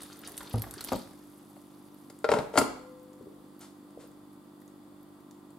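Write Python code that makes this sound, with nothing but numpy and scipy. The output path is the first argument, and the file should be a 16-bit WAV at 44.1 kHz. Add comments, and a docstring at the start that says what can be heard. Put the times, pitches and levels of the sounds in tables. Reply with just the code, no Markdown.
"""Water runs from a jug into a pot of sauce: its last stream spits and slops as swarms of ringing
bubbles, then foam fizzes on. The jug bumps the cooker twice, booming its housing. Set down on the
worktop, it rocks and lands hard, leaving a metal vessel ringing. Small handling noises and wet
ticks follow in a small kitchen where a fridge compressor hums."""
import sys
import numpy as np
from scipy import signal
from scipy.fft import rfft, irfft, next_fast_len
from scipy.io import wavfile

SR = 44100
rng = np.random.default_rng(int(sys.argv[2]) if len(sys.argv) > 2 else 0)


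def wrap_up_sound(samples):
    """Save the sound to the file named by the first command line argument, as 16-bit audio."""
    columns = np.atleast_2d(samples).T
    # keep every value between -1 and 1, then stretch to whole-number steps
    tamed = np.clip(columns, -1, 1)
    steps = np.round(tamed * 32767).astype(np.int16)
    wavfile.write(sys.argv[1], SR, steps)


N = 246078
TIME = np.arange(N) / SR
HIT_TIME = TIME[:16384]

# stream envelope: (time [s], spray level [dB], relative slop level [dB])
POUR = [(0.0, -50, -60), (0.296, -69, -47.5), (0.45, -55, -51), (0.8, -59, -47.5), (0.876, -50.5, -58),
        (1.012, -51, -77), (1.15, -84, -56)]
# spray spectrum: (frequency [Hz], gain [dB])
SPRAY_EQ = [(500, 2), (1300, -3), (2000, -8), (2700, -7), (3500, 1), (4600, 1.5), (6000, -2.5), (8000, 1),
            (9500, 2), (12500, 0), (15500, -13)]
# sauce spectrum: (frequency [Hz], gain [dB])
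SLOP_EQ = [(200, -3), (450, 3.5), (900, -7), (1300, 0.5), (1800, -1), (2100, -3), (3000, -24), (6000, -29)]
POUR_END_S = 0.97

def stream():
    """The stream whips up fine spray and slops in thick sauce, which damps its bubbles quickly."""
    s, spray_db, slop_db = np.transpose(POUR)
    running = np.interp(TIME, [POUR_END_S, POUR_END_S + 0.51], [1, 0])
    spray = bubbles(1.3, 1200, 16400, cycles=11, spread_db=5.6, count=5200)
    plips = bubbles(1.3, 700, 2300, cycles=16, spread_db=4, count=450)
    pats = bubbles(1.3, 350, 3000, cycles=6, spread_db=4.8, count=750)
    spray = colour(spray, SPRAY_EQ) * undb(np.interp(TIME, s, spray_db))
    slop = colour(pats + undb(-1) * plips, SLOP_EQ) * undb(np.interp(TIME, s, slop_db) - 11.5)
    return running * (spray + slop)


# fizz spectrum: (frequency [Hz], gain [dB])
FOAM_EQ = [(2000, -3), (4500, -8), (6000, -7), (8000, -3.5), (10000, 3), (12500, 3), (15500, -7.5)]
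FOAM_DB, FOAM_FALL_DB_PER_S = -62.5, 4.5

def foam():
    """Tiny bubbles fizz and thin out after the pour; larger ones fade as the sauce settles."""
    fizz = bubbles(N / SR, 3430, 16200, cycles=5.4, spread_db=2.7, count=7000)
    fizz_db = FOAM_DB - FOAM_FALL_DB_PER_S * np.maximum(TIME - POUR_END_S, 0)
    settling = bubbles(2.3, 450, 2600, cycles=10, spread_db=5, count=300)
    return colour(fizz, FOAM_EQ) * undb(fizz_db) + settling * undb(-65 - 8 * TIME)


# loudest drops and bursting bubbles: (time [s], level [dB], pitch [Hz])
DROPS = [(0.0217, -49, 10200), (0.033, -44.5, 9500), (0.235, -66, 3580), (0.268, -58, 10000),
         (0.2749, -43, 9500), (.295, -53, 12100), (0.3192, -49.5, 10100), (0.369, -47, 9600),
         (0.378, -38.5, 9250), (0.4066, -54, 1240), (0.4316, -51, 12300), (.535, -48, 10500),
         (.558, -50, 9500), (.582, -51, 10500), (0.62, -37, 12200), (0.71, -45, 11700), (.739, -44, 8800),
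         (.808, -37.5, 4130), (0.841, -40.5, 9600), (0.8464, -39, 11500), (0.874, -43.5, 3500),
         (0.8877, -46, 4400), (.924, -43.5, 12200), (.932, -43, 6800), (0.959, -48, 11400),
         (1.499, -64, 10900), (1.945, -62, 11900), (2.189, -58, 8140), (3.132, -63, 7000),
         (3.593, -59, 12700), (3.611, -54, 8000), (4.074, -66, 13900), (4.116, -67.5, 7340),
         (4.615, -65.5, 11950), (4.619, -60, 1070), (4.66, -70, 13000), (4.678, -62, 6400),
         (5.01, -72, 12300), (5.311, -59, 6800), (5.505, -64, 8600)]
SPLAT_HZ, DRIBBLE_S = 9500, 0.26

def drops():
    """Spits, last drips and lone bursting bubbles; big, low drops ring less and splat more and lower."""
    out = np.zeros(N)
    spits = scatter(0, POUR_END_S, db=-53.5, spread_db=4.5, low_hz=5500, high_hz=13000, count=20)
    ticks = scatter(POUR_END_S, N / SR, db=-68, spread_db=2, low_hz=8000, high_hz=14000, count=10)
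    drips = scatter(POUR_END_S, POUR_END_S + DRIBBLE_S, db=-56, spread_db=3,
                    low_hz=1000, high_hz=2600, count=5)
    for s, db, hz in DROPS + spits + drips + ticks:
        splat_share = SPLAT_HZ / np.hypot(SPLAT_HZ, hz)
        ping = burst(np.convolve(bubble(hz, cycles=27, glide=0.13), rattle(0.0017)[:512]))
        spit = burst(colour(rattle(0.023)[:2048], SPRAY_EQ))
        pat = burst(colour(rattle(0.031)[:2048], SLOP_EQ))
        add(out, s, undb(db) * np.sqrt(1 - splat_share ** 2) * ping)
        add(out, s, undb(db - 4) * splat_share * burst(spit + 2200 / hz * pat))
    return out


# splashes that drag air under: (time [s], level [dB], bubble pitch [Hz])
SPLASHES = [(0.113, -70, 3230), (.119, -56, 3540), (0.235, -52, 3070), (0.236, -51, 1660),
            (.25, -50.5, 4400), (.262, -50.5, 4500), (.284, -51, 1400), (.341, -56, 3730),
            (.406, -44, 1210), (.406, -52, 3540), (0.426, -50, 1000), (.471, -50.5, 3900),
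            (.509, -51, 3880), (0.5786, -52, 4400), (0.636, -44.5, 900), (.639, -48.5, 1930),
            (.666, -46.5, 750), (0.74, -51, 1430), (.78, -48.5, 4450), (.791, -49.5, 1500),
            (.808, -52, 4200), (.809, -52, 1900), (0.886, -41.5, 4400), (.886, -45.5, 940),
            (.922, -57, 3400), (0.942, -55, 4200), (0.952, -48.5, 3950), (0.995, -60, 4140),
            (1.012, -64, 4530), (1.034, -64, 3920)]
SPLASH_S, SPLASH_OCTAVES, SPLASH_CYCLES = 0.009, 0.66, 11

def splashes(bubbles_each):
    """Each splash traps a cluster of unlike bubbles, the first the strongest."""
    out = np.zeros(N)
    for s, db, hz in SPLASHES:
        cluster = np.zeros(4096)
        for k, (pitch, life) in enumerate(rng.random((bubbles_each, 2))):
            share, stretch = k / bubbles_each, 0.5 + life
            octaves = SPLASH_OCTAVES * (2 * pitch - 1) * np.sqrt(share)
            ringing = bubble(hz * 2 ** octaves, SPLASH_CYCLES * stretch, glide=0.2)
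            add(cluster, SPLASH_S * share * stretch, (1 - share / 2) * ringing)
        add(out, s, undb(db) * burst(cluster))
    return out


# jug on cooker: (time [s], level [dB], brightness [Hz], boom level [dB], rebound gap [s])
BUMPS = [(0.54, -32, 915, -26.5, .018), (0.9187, -24.5, 1750, -50, .0108)]
# cooker resonances: (frequency [Hz], level [dB], t60 [s])
COOKER_MODES = [(183.5, -14.5, 0.33), (245.6, -4.5, 0.27), (370, -9, 0.064), (482, -6.5, 0.079),
                (519, -3.5, 0.09), (562, -8.5, 0.1), (661, 3.5, 0.029), (796, -1.5, 0.043),
                (856, -15, 0.06), (957, -6, 0.043), (1200, 1, 0.028), (1270, -2.5, 0.03)]
# spectrum of its dense modes: (frequency [Hz], gain [dB])
COOKER_EQ = [(50, -10.5), (200, -3), (330, -7.5), (600, 1.5), (850, -2), (1050, -10), (1300, -6.5),
             (1800, -19), (4500, -8.5), (12000, -14.5)]
BOOM_HZ, BOOM_T60_S = 113, 0.06
REBOUND_DB, REBOUND_DULLING = -3.5, 0.51

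def cooker():
    """The jug clunks on the cooker and booms its housing; each rebound is weaker and duller."""
    out = np.zeros(N)
    boom = burst(ring([(BOOM_HZ, 0, BOOM_T60_S), (76, -14, 0.15)]))
    for s, db, bright_hz, boom_db, gap_s in BUMPS:
        for k in range(4):
            body = burst(ring(COOKER_MODES)) + undb(4.5) * burst(colour(rattle(0.11), COOKER_EQ))
            clunk = burst(soften(body, bright_hz * REBOUND_DULLING ** k))
            add(out, s + k * gap_s, undb(k * REBOUND_DB) * (undb(db) * clunk + undb(boom_db) * boom))
    return out


# jug resonances: (frequency [Hz], level [dB], t60 [s])
JUG_MODES = [(428, 7.5, 0.054), (592, 7.5, 0.077), (743, -2.5, 0.055), (939, -2.5, 0.1), (1070, -7, 0.051),
             (1340, 3, 0.038), (1500, 2, 0.015), (1950, -12, 0.096)]
# jug radiation: (frequency [Hz], gain [dB])
JUG_EQ = [(50, -9), (200, -9), (380, -9), (16000, 0)]

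def jug():
    """One blow on the jug: the hand damps it, and its small body radiates little bass."""
    return burst(colour(struck(JUG_MODES, loss_factor=0.0073), JUG_EQ))


# jug on worktop: (time [s], relative level [dB], hardness [0-1], worktop re jug [dB],
# cupboard thud re blow [dB], pitch the spot favours [Hz])
KNOCKS = [(1.565, -51.5, 0.2, 0, -20, 800), (2.0996, -51.5, 0.95, -27, -31, 2110),
          (2.2431, -21, 0.34, -22, -33, 468), (2.2495, -28.5, 0.16, -21, -38, 1340),
          (2.2889, -19, 0.24, -18, -20, 636), (2.303, -35, 0.66, -12, -20, 600),
          (2.3163, -19, 0.46, -17, -21, 450), (2.3208, -23, 0.04, -4, -25, 455),
          (2.337, -22, 0.4, -1, -9, 570), (2.370, -29, 0, -22, -19, 480),
          (2.387, -26, 0.38, -3.5, -6.5, 560), (2.538, -32.5, 0.16, -15, -28, 500),
          (2.556, -26, 0.14, 0, -14, 563), (2.567, -26, 0.5, -6, -29, 606),
          (2.575, -13.5, 0.6, 6, -20, 890), (2.5845, -23, 0.99, 4, -9, 590),
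          (2.610, -31.5, 0.1, 5, -20, 350), (2.614, -22, 0.47, 3, -13, 327)]
# worktop resonances: (frequency [Hz], level [dB], t60 [s])
WORKTOP_MODES = [(119.3, -14.5, 0.4), (199.5, -14, 0.24), (225.7, -9, 0.59), (258.7, -0.5, 0.39),
                 (292, 3, 0.24), (374, 5, 0.3), (420, -9, 0.08), (588, 8.5, 0.054), (719, 8, 0.13),
                 (750, -6, 0.16), (910, 9.5, 0.032), (1056, -2, 0.21), (1278, -6.5, 0.186), (1380, 4, 0.1),
                 (1590, -9, 0.074), (2010, -2, 0.05), (2130, -8, 0.074), (2390, -2, 0.056)]
# spectrum of its dense modes: (frequency [Hz], gain [dB])
WORKTOP_EQ = [(40, -51), (150, -34), (300, -9), (520, 1.5), (900, -2), (1170, -8), (1400, -9),
              (1900, -12.5), (3100, -13), (4300, -8), (12000, -27)]
# contact crack spectrum: (frequency [Hz], gain [dB])
CRACK_EQ = [(60, -40), (250, -21), (700, -24.5), (2100, 5.5), (3100, -13), (4600, 3.5), (6200, -1),
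            (7600, 5), (10000, 2.5), (13000, 1), (16000, -11.5)]
# cupboard spectrum: (frequency [Hz], gain [dB])
THUD_EQ = [(30, -5), (65, -12), (115, -3), (150, 3.5), (260, 1.5), (500, -42.5)]
SOFT_HZ, HARD_HZ, SOFT_CRACK_DB, HARD_CRACK_DB = 1400, 4400, -31.5, 1.5
SPOT_LIFT_DB = 5.5

def worktop():
    """Blows ring the jug; flat ones also shake worktop and cupboard; hard ones are bright and crack."""
    out = np.zeros(N)
    for s, db, hardness, board_db, thud_db, spot_hz in KNOCKS:
        bright_hz = SOFT_HZ * (HARD_HZ / SOFT_HZ) ** hardness
        crack_db = between(SOFT_CRACK_DB, HARD_CRACK_DB, hardness)
        hollow = jug()
        board = burst(struck(WORKTOP_MODES, loss_factor=0.0068))  # damped by the jug
        dense = burst(colour(rattle(0.04), WORKTOP_EQ))
        body = burst(hollow + undb(board_db) * board) + undb(0.5) * dense
        body = colour(body, [(spot_hz / 1.23, 0), (spot_hz, SPOT_LIFT_DB), (spot_hz * 1.29, 0)])
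        snap = undb(2) * rattle(0.00053)
        crack = burst(colour(snap + rattle(0.023) + undb(-4) * rattle(0.047), CRACK_EQ))
        crack = undb(crack_db) * soften(crack, 3.76 * bright_hz)
        thud = undb(thud_db) * burst(colour(rattle(0.061), THUD_EQ))
        add(out, s, undb(db - 1.5) * (burst(soften(body, bright_hz)) + crack + thud))
    return out


# rocking envelope: (time [s], relative level [dB])
CHATTER = [(2.295, -39), (2.33, -33.5), (2.36, -34.5), (2.389, -36), (2.44, -55)]
CHATTER_BRIGHT_HZ = 1740

def chatter(contacts):
    """Small contacts of the rocking base run together and keep the hollow jug ringing."""
    s, db = np.transpose(CHATTER)
    out = np.zeros(N)
    for k, late in enumerate(rng.random(contacts)):
        at_s = between(s[0], s[-1], (k + late) / contacts)
        contact = jug() + burst(colour(rattle(0.016), WORKTOP_EQ))
        add(out, at_s, undb(np.interp(at_s, s, db) - 2) * burst(soften(contact, CHATTER_BRIGHT_HZ)))
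    return out


# metal vessel resonances: (frequency [Hz], level [dB], t60 [s])
VESSEL_MODES = [(509.5, -39.5, 2.03), (1030, -52, 1.5), (1050, -56, 1.4), (1330, -66, 2.4)]
VESSEL_START_S, VESSEL_SWELL_S = 2.576, 0.33

def vessel():
    """Thin metal takes up the shaking after the strongest blow, swells and sings on."""
    swell = np.clip(TIME / VESSEL_SWELL_S, 0, 1) ** 2
    tone = sum(undb(db) * fade(TIME, t60) * np.sin(2 * np.pi * hz * TIME)
               for hz, db, t60 in VESSEL_MODES)
    out = np.zeros(N)
    add(out, VESSEL_START_S, swell * tone)
    return out


# slides: (time [s], length [s], relative level [dB])
BRUSHES = [(2.299, 0.16, -49.5), (2.526, 0.16, -48.5), (3.597, 0.1, -54.5), (3.987, 0.1, -59)]
# sliding spectrum: (frequency [Hz], gain [dB])
BRUSH_EQ = [(200, -12), (600, 24), (1300, 19.5), (2700, 11.5), (4300, 15.5), (6000, 10.5), (8000, 15.5),
            (12000, 10.5), (15500, -23)]

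def brushes():
    """Things slide and brush: grainy noise that swells quickly and dies away."""
    out = np.zeros(N)
    for s, length_s, db in BRUSHES:
        size = int(length_s * SR)
        grain = rng.standard_normal(size) * undb(0.55 * rng.standard_normal(size))
        envelope = np.interp(np.arange(size) / size, [0, 0.2, 1], [0, 1, 0])
        add(out, s, undb(db + 2.5) * unit(colour(grain, BRUSH_EQ)) * envelope)
    return out


# dull handling bumps: (time [s], level [dB], pitch [Hz])
THUMPS = [(3.209, -46.5, 377), (3.232, -52, 250), (3.269, -43.5, 373), (3.974, -44, 488), (4.04, -54, 503)]
THUMP_T60_S = 0.025

def thumps():
    """Things nudged by a hand: a soft push into two damped modes."""
    out = np.zeros(N)
    for s, db, hz in THUMPS:
        body = ring([(hz, 0, THUMP_T60_S), (hz * 1.47, -6, THUMP_T60_S / 2)])
        add(out, s, undb(db) * burst(soften(body, 2 * hz)))
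    return out


# compressor hum: (harmonic [x shaft rate], rms level [dB])
HUM = [(1, -78), (2, -74), (3, -68), (4, -62.5), (5, -74), (6, -56), (7, -62), (8, -71), (9, -77.5),
       (10, -85), (11, -80)]
# whine tones: (frequency [Hz], rms level [dB])
WHINE = [(886, -80), (1034, -76.5), (1180, -75.5), (1330, -80), (1922, -85.5), (3246, -98.5), (3494, -84.5),
         (4576, -91)]
SHAFT_HZ = 49.35

def fridge():
    """The compressor throbs once a turn, wavering slightly, with a faint whine."""
    turns = SHAFT_HZ * TIME + 0.0019 * np.sin(2 * np.pi * (0.79 * TIME + rng.random()))
    hum = sum(undb(db) * np.cos(2 * np.pi * k * turns) for k, db in HUM)
    whine = sum(undb(db) * np.sin(2 * np.pi * (hz * TIME + rng.random())) for hz, db in WHINE)
    return np.sqrt(2) * (hum + whine)


# air spectrum: (frequency [Hz], gain [dB])
AIR_EQ = [(25, -20), (60, -17), (120, -2.5), (180, -2), (245, 8), (420, -5), (700, -5.5), (1130, -6.5),
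          (1700, -18), (2050, -20.5), (2600, -23.5), (3500, -20), (4000, -23), (4600, -21), (5700, -30),
          (8000, -22.5), (10000, -23), (15000, -27.5)]
AIR_DB = -57

def air():
    """A soft rush of air from all sides."""
    return undb(AIR_DB) * unit(colour(diffuse(N), AIR_EQ))


# early reflection spectrum: (frequency [Hz], gain [dB])
NEARBY_EQ = [(300, 0.5), (700, -15.5), (1400, -11.5), (4000, 0)]

def nearby(x, t60_s):
    """Quick reflections from close surfaces."""
    t = TIME[:4096]
    echo = diffuse(len(t)) * fade(t, t60_s) * np.clip(t / 0.0022, 0, 1)
    return reflect(x, echo, NEARBY_EQ)


# room decay: (frequency [Hz], t60 [s])
ROOM_T60 = [(60, 1), (200, 0.42), (500, 0.4), (2000, 0.6), (5000, 0.49), (12000, 0.28)]
# room spectrum: (frequency [Hz], gain [dB])
ROOM_EQ = [(50, 0), (130, -3), (240, 6.5), (450, 2.5), (1000, 2.5), (1170, 1), (1350, 1), (1800, -3.5),
           (3000, -0.5), (8000, 1.5), (15000, 1)]

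def kitchen(x):
    """Dense reflections build within milliseconds; the top treble dies first."""
    size = 32768
    t, spectrum = TIME[:size], rfft(diffuse(size))
    tail = 0
    for hz, t60 in ROOM_T60:
        band = along([(f, float(f == hz)) for f, _ in ROOM_T60], size)
        tail = tail + irfft(spectrum * band) * fade(t, t60)
    onset = np.clip((t - 0.002) / 0.0074, 0, 1)
    return reflect(x, tail * onset, ROOM_EQ)


# diffuse field, left to right: (frequency [Hz], coherence [0-1])
COHERENCE = [(100, 0.78), (400, 0.65), (1000, 0.37), (2200, 0.2), (5000, 0.3), (8000, 0.028),
             (14000, 0.079)]

def diffuse(size):
    """Stereo noise from all sides: alike in the bass, unrelated in the treble."""
    mid, side = rfft(rng.standard_normal((2, size)))
    alike = along(COHERENCE, size)
    mid, side = mid * np.sqrt((1 + alike) / 2), side * np.sqrt((1 - alike) / 2)
    return irfft(np.array([mid + side, mid - side]), size)


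# shadowing between channels: (frequency [Hz], share of the pan [0-1])
SHADOW = [(100, 0), (500, 0.9), (1200, 0.71), (3000, 0.86), (7000, 0.17), (12000, 0.21)]

def place(x, pan_db, lead_ms):
    """A source to the left reaches the left channel sooner and, in the midrange, louder."""
    size = next_fast_len(N + 1024, True)
    hz = np.fft.rfftfreq(size, 1 / SR)
    shade = undb(pan_db / 2 * along(SHADOW, size))
    delay = np.exp(-2j * np.pi * hz * lead_ms / 1000)
    return irfft(rfft(x, size) * np.array([shade, delay / shade]), size)[:, :N]


def reflect(x, echo, eq):
    """Convolve with a stereo echo, normalised in energy, then coloured."""
    echo = colour(echo / np.sqrt(np.sum(echo ** 2) / 2), eq)
    return signal.fftconvolve(x[None], echo, axes=1)[:, :N]


def bubble(hz, cycles, glide):
    """A pinched-off bubble rings and rises in pitch as it nears the surface."""
    life_s = cycles / hz
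    t = TIME[:int(life_s * SR) + 2]
    return fade(t, life_s) * np.sin(2 * np.pi * hz * t * (1 + glide * t / life_s / 2))


def bubbles(until_s, low_hz, high_hz, cycles, spread_db, count):
    """A swarm of bubbles, many faint and a few loud, at rms 1."""
    out = np.zeros(N)
    for when, pitch, strength, life in rng.random((count, 4)):
        gain = undb(-spread_db * np.log(1 - 0.98 * strength))
        hz = low_hz * (high_hz / low_hz) ** pitch
        add(out, when * until_s, gain * bubble(hz, cycles * (0.5 + life), glide=0.31))
    return out / np.sqrt(np.mean(out[:int(until_s * SR)] ** 2))


def scatter(from_s, until_s, db, spread_db, low_hz, high_hz, count):
    """Random drops: (time [s], level [dB], pitch [Hz])."""
    return [(between(from_s, until_s, when), db + spread_db * (2 * strength - 1),
             low_hz * (high_hz / low_hz) ** pitch) for when, strength, pitch in rng.random((count, 3))]


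def ring(modes):
    """Decaying sines of a struck body; neighbouring modes swing in opposite directions."""
    return sum((-1) ** k * undb(db) * fade(HIT_TIME, t60) * np.sin(2 * np.pi * hz * HIT_TIME)
               for k, (hz, db, t60) in enumerate(modes))


def struck(modes, loss_factor, spread_db=2.3, detune=0.0079):
    """Each blow lands on another spot, weighting and shifting the modes; high ones are damped most."""
    damped = []
    for hz, db, t60 in modes:
        shift, weight = rng.standard_normal(2)
        damped_t60 = 1 / (1 / t60 + np.pi * hz * loss_factor / np.log(1000))
        damped.append((hz * (1 + detune * shift), db + spread_db * weight, damped_t60))
    return ring(damped)


def rattle(t60_s):
    """Modes too dense to tell apart: decaying noise."""
    return rng.standard_normal(len(HIT_TIME)) * fade(HIT_TIME, t60_s)


def soften(x, hz):
    """A softer, longer contact takes the treble away."""
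    return signal.sosfilt(signal.butter(2, min(hz, SR / 3), fs=SR, output="sos"), x)


def colour(x, eq):
    """Minimum-phase filter through (frequency [Hz], gain [dB]) points."""
    size = next_fast_len(x.shape[-1] + 4096, True)
    cepstrum = irfft(np.log(undb(along(eq, size))), size)
    cepstrum[1:size // 2] *= 2
    cepstrum[size // 2 + 1:] = 0
    return irfft(rfft(x, size) * np.exp(rfft(cepstrum)), size)[..., :x.shape[-1]]


def along(points, size):
    """Interpolate (frequency [Hz], value) points at the FFT bins."""
    hz, value = np.transpose(points)
    return np.interp(np.log(np.fft.rfftfreq(size, 1 / SR) + 1), np.log(hz), value)


def undb(db):
    """Decibels to gain."""
    return 10 ** (np.asarray(db) / 20)


def unit(x):
    """Scale to rms 1."""
    return x / np.sqrt(np.mean(x ** 2))


def burst(x):
    """Scale to the energy of 10 ms at rms 1."""
    return x / np.sqrt(np.sum(x ** 2) * 100 / SR)


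def fade(t, t60_s):
    """Exponential decay."""
    return np.exp(-np.log(1000) * t / t60_s)


def between(low, high, share):
    """Linear blend."""
    return low + (high - low) * share


def add(track, s, sound):
    """Mix a sound in at time s."""
    i = max(int(s * SR), 0)
    track[i:i + len(sound)] += sound[:max(N - i, 0)]


def scene():
    """The pot is straight ahead and its walls throw the splashes back; the worktop is to the left."""
    pour = stream() + foam() + drops() + splashes(bubbles_each=9)
    bumps = cooker()
    knocks = worktop() + chatter(contacts=24)
    handling = brushes() + thumps()
    direct = (place(pour, pan_db=0, lead_ms=0)
              + place(bumps, pan_db=4.5, lead_ms=0.022)
              + place(knocks, pan_db=6, lead_ms=0.035)
              + place(vessel(), pan_db=6.5, lead_ms=0.02)
              + place(handling, pan_db=3.5, lead_ms=0.033))
    early = undb(-4) * (nearby(pour, t60_s=0.035) + nearby(knocks + bumps, t60_s=0.04))
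    room = kitchen(undb(-7) * pour + undb(-13) * bumps + undb(-8.5) * knocks + undb(-6) * handling)
    return direct + early + room + fridge() + air()


# right channel response: (frequency [Hz], gain [dB])
RIGHT_EQ = [(300, 0.6), (4000, -0.5), (9000, 0), (13000, 1.5)]
LOW_CUT_HZ, HIGH_CUT_HZ = 52, 15750

def record(dry):
    """Deep bass thinned, top cut; the right channel is a little brighter."""
    stereo = np.array([dry[0], colour(dry[1], RIGHT_EQ)])
    stereo = signal.sosfilt(signal.butter(2, LOW_CUT_HZ, "high", fs=SR, output="sos"), stereo)
    return signal.sosfilt(signal.ellip(10, 0.2, 80, HIGH_CUT_HZ, fs=SR, output="sos"), stereo)


dry = scene()
out = record(dry)
wrap_up_sound(out)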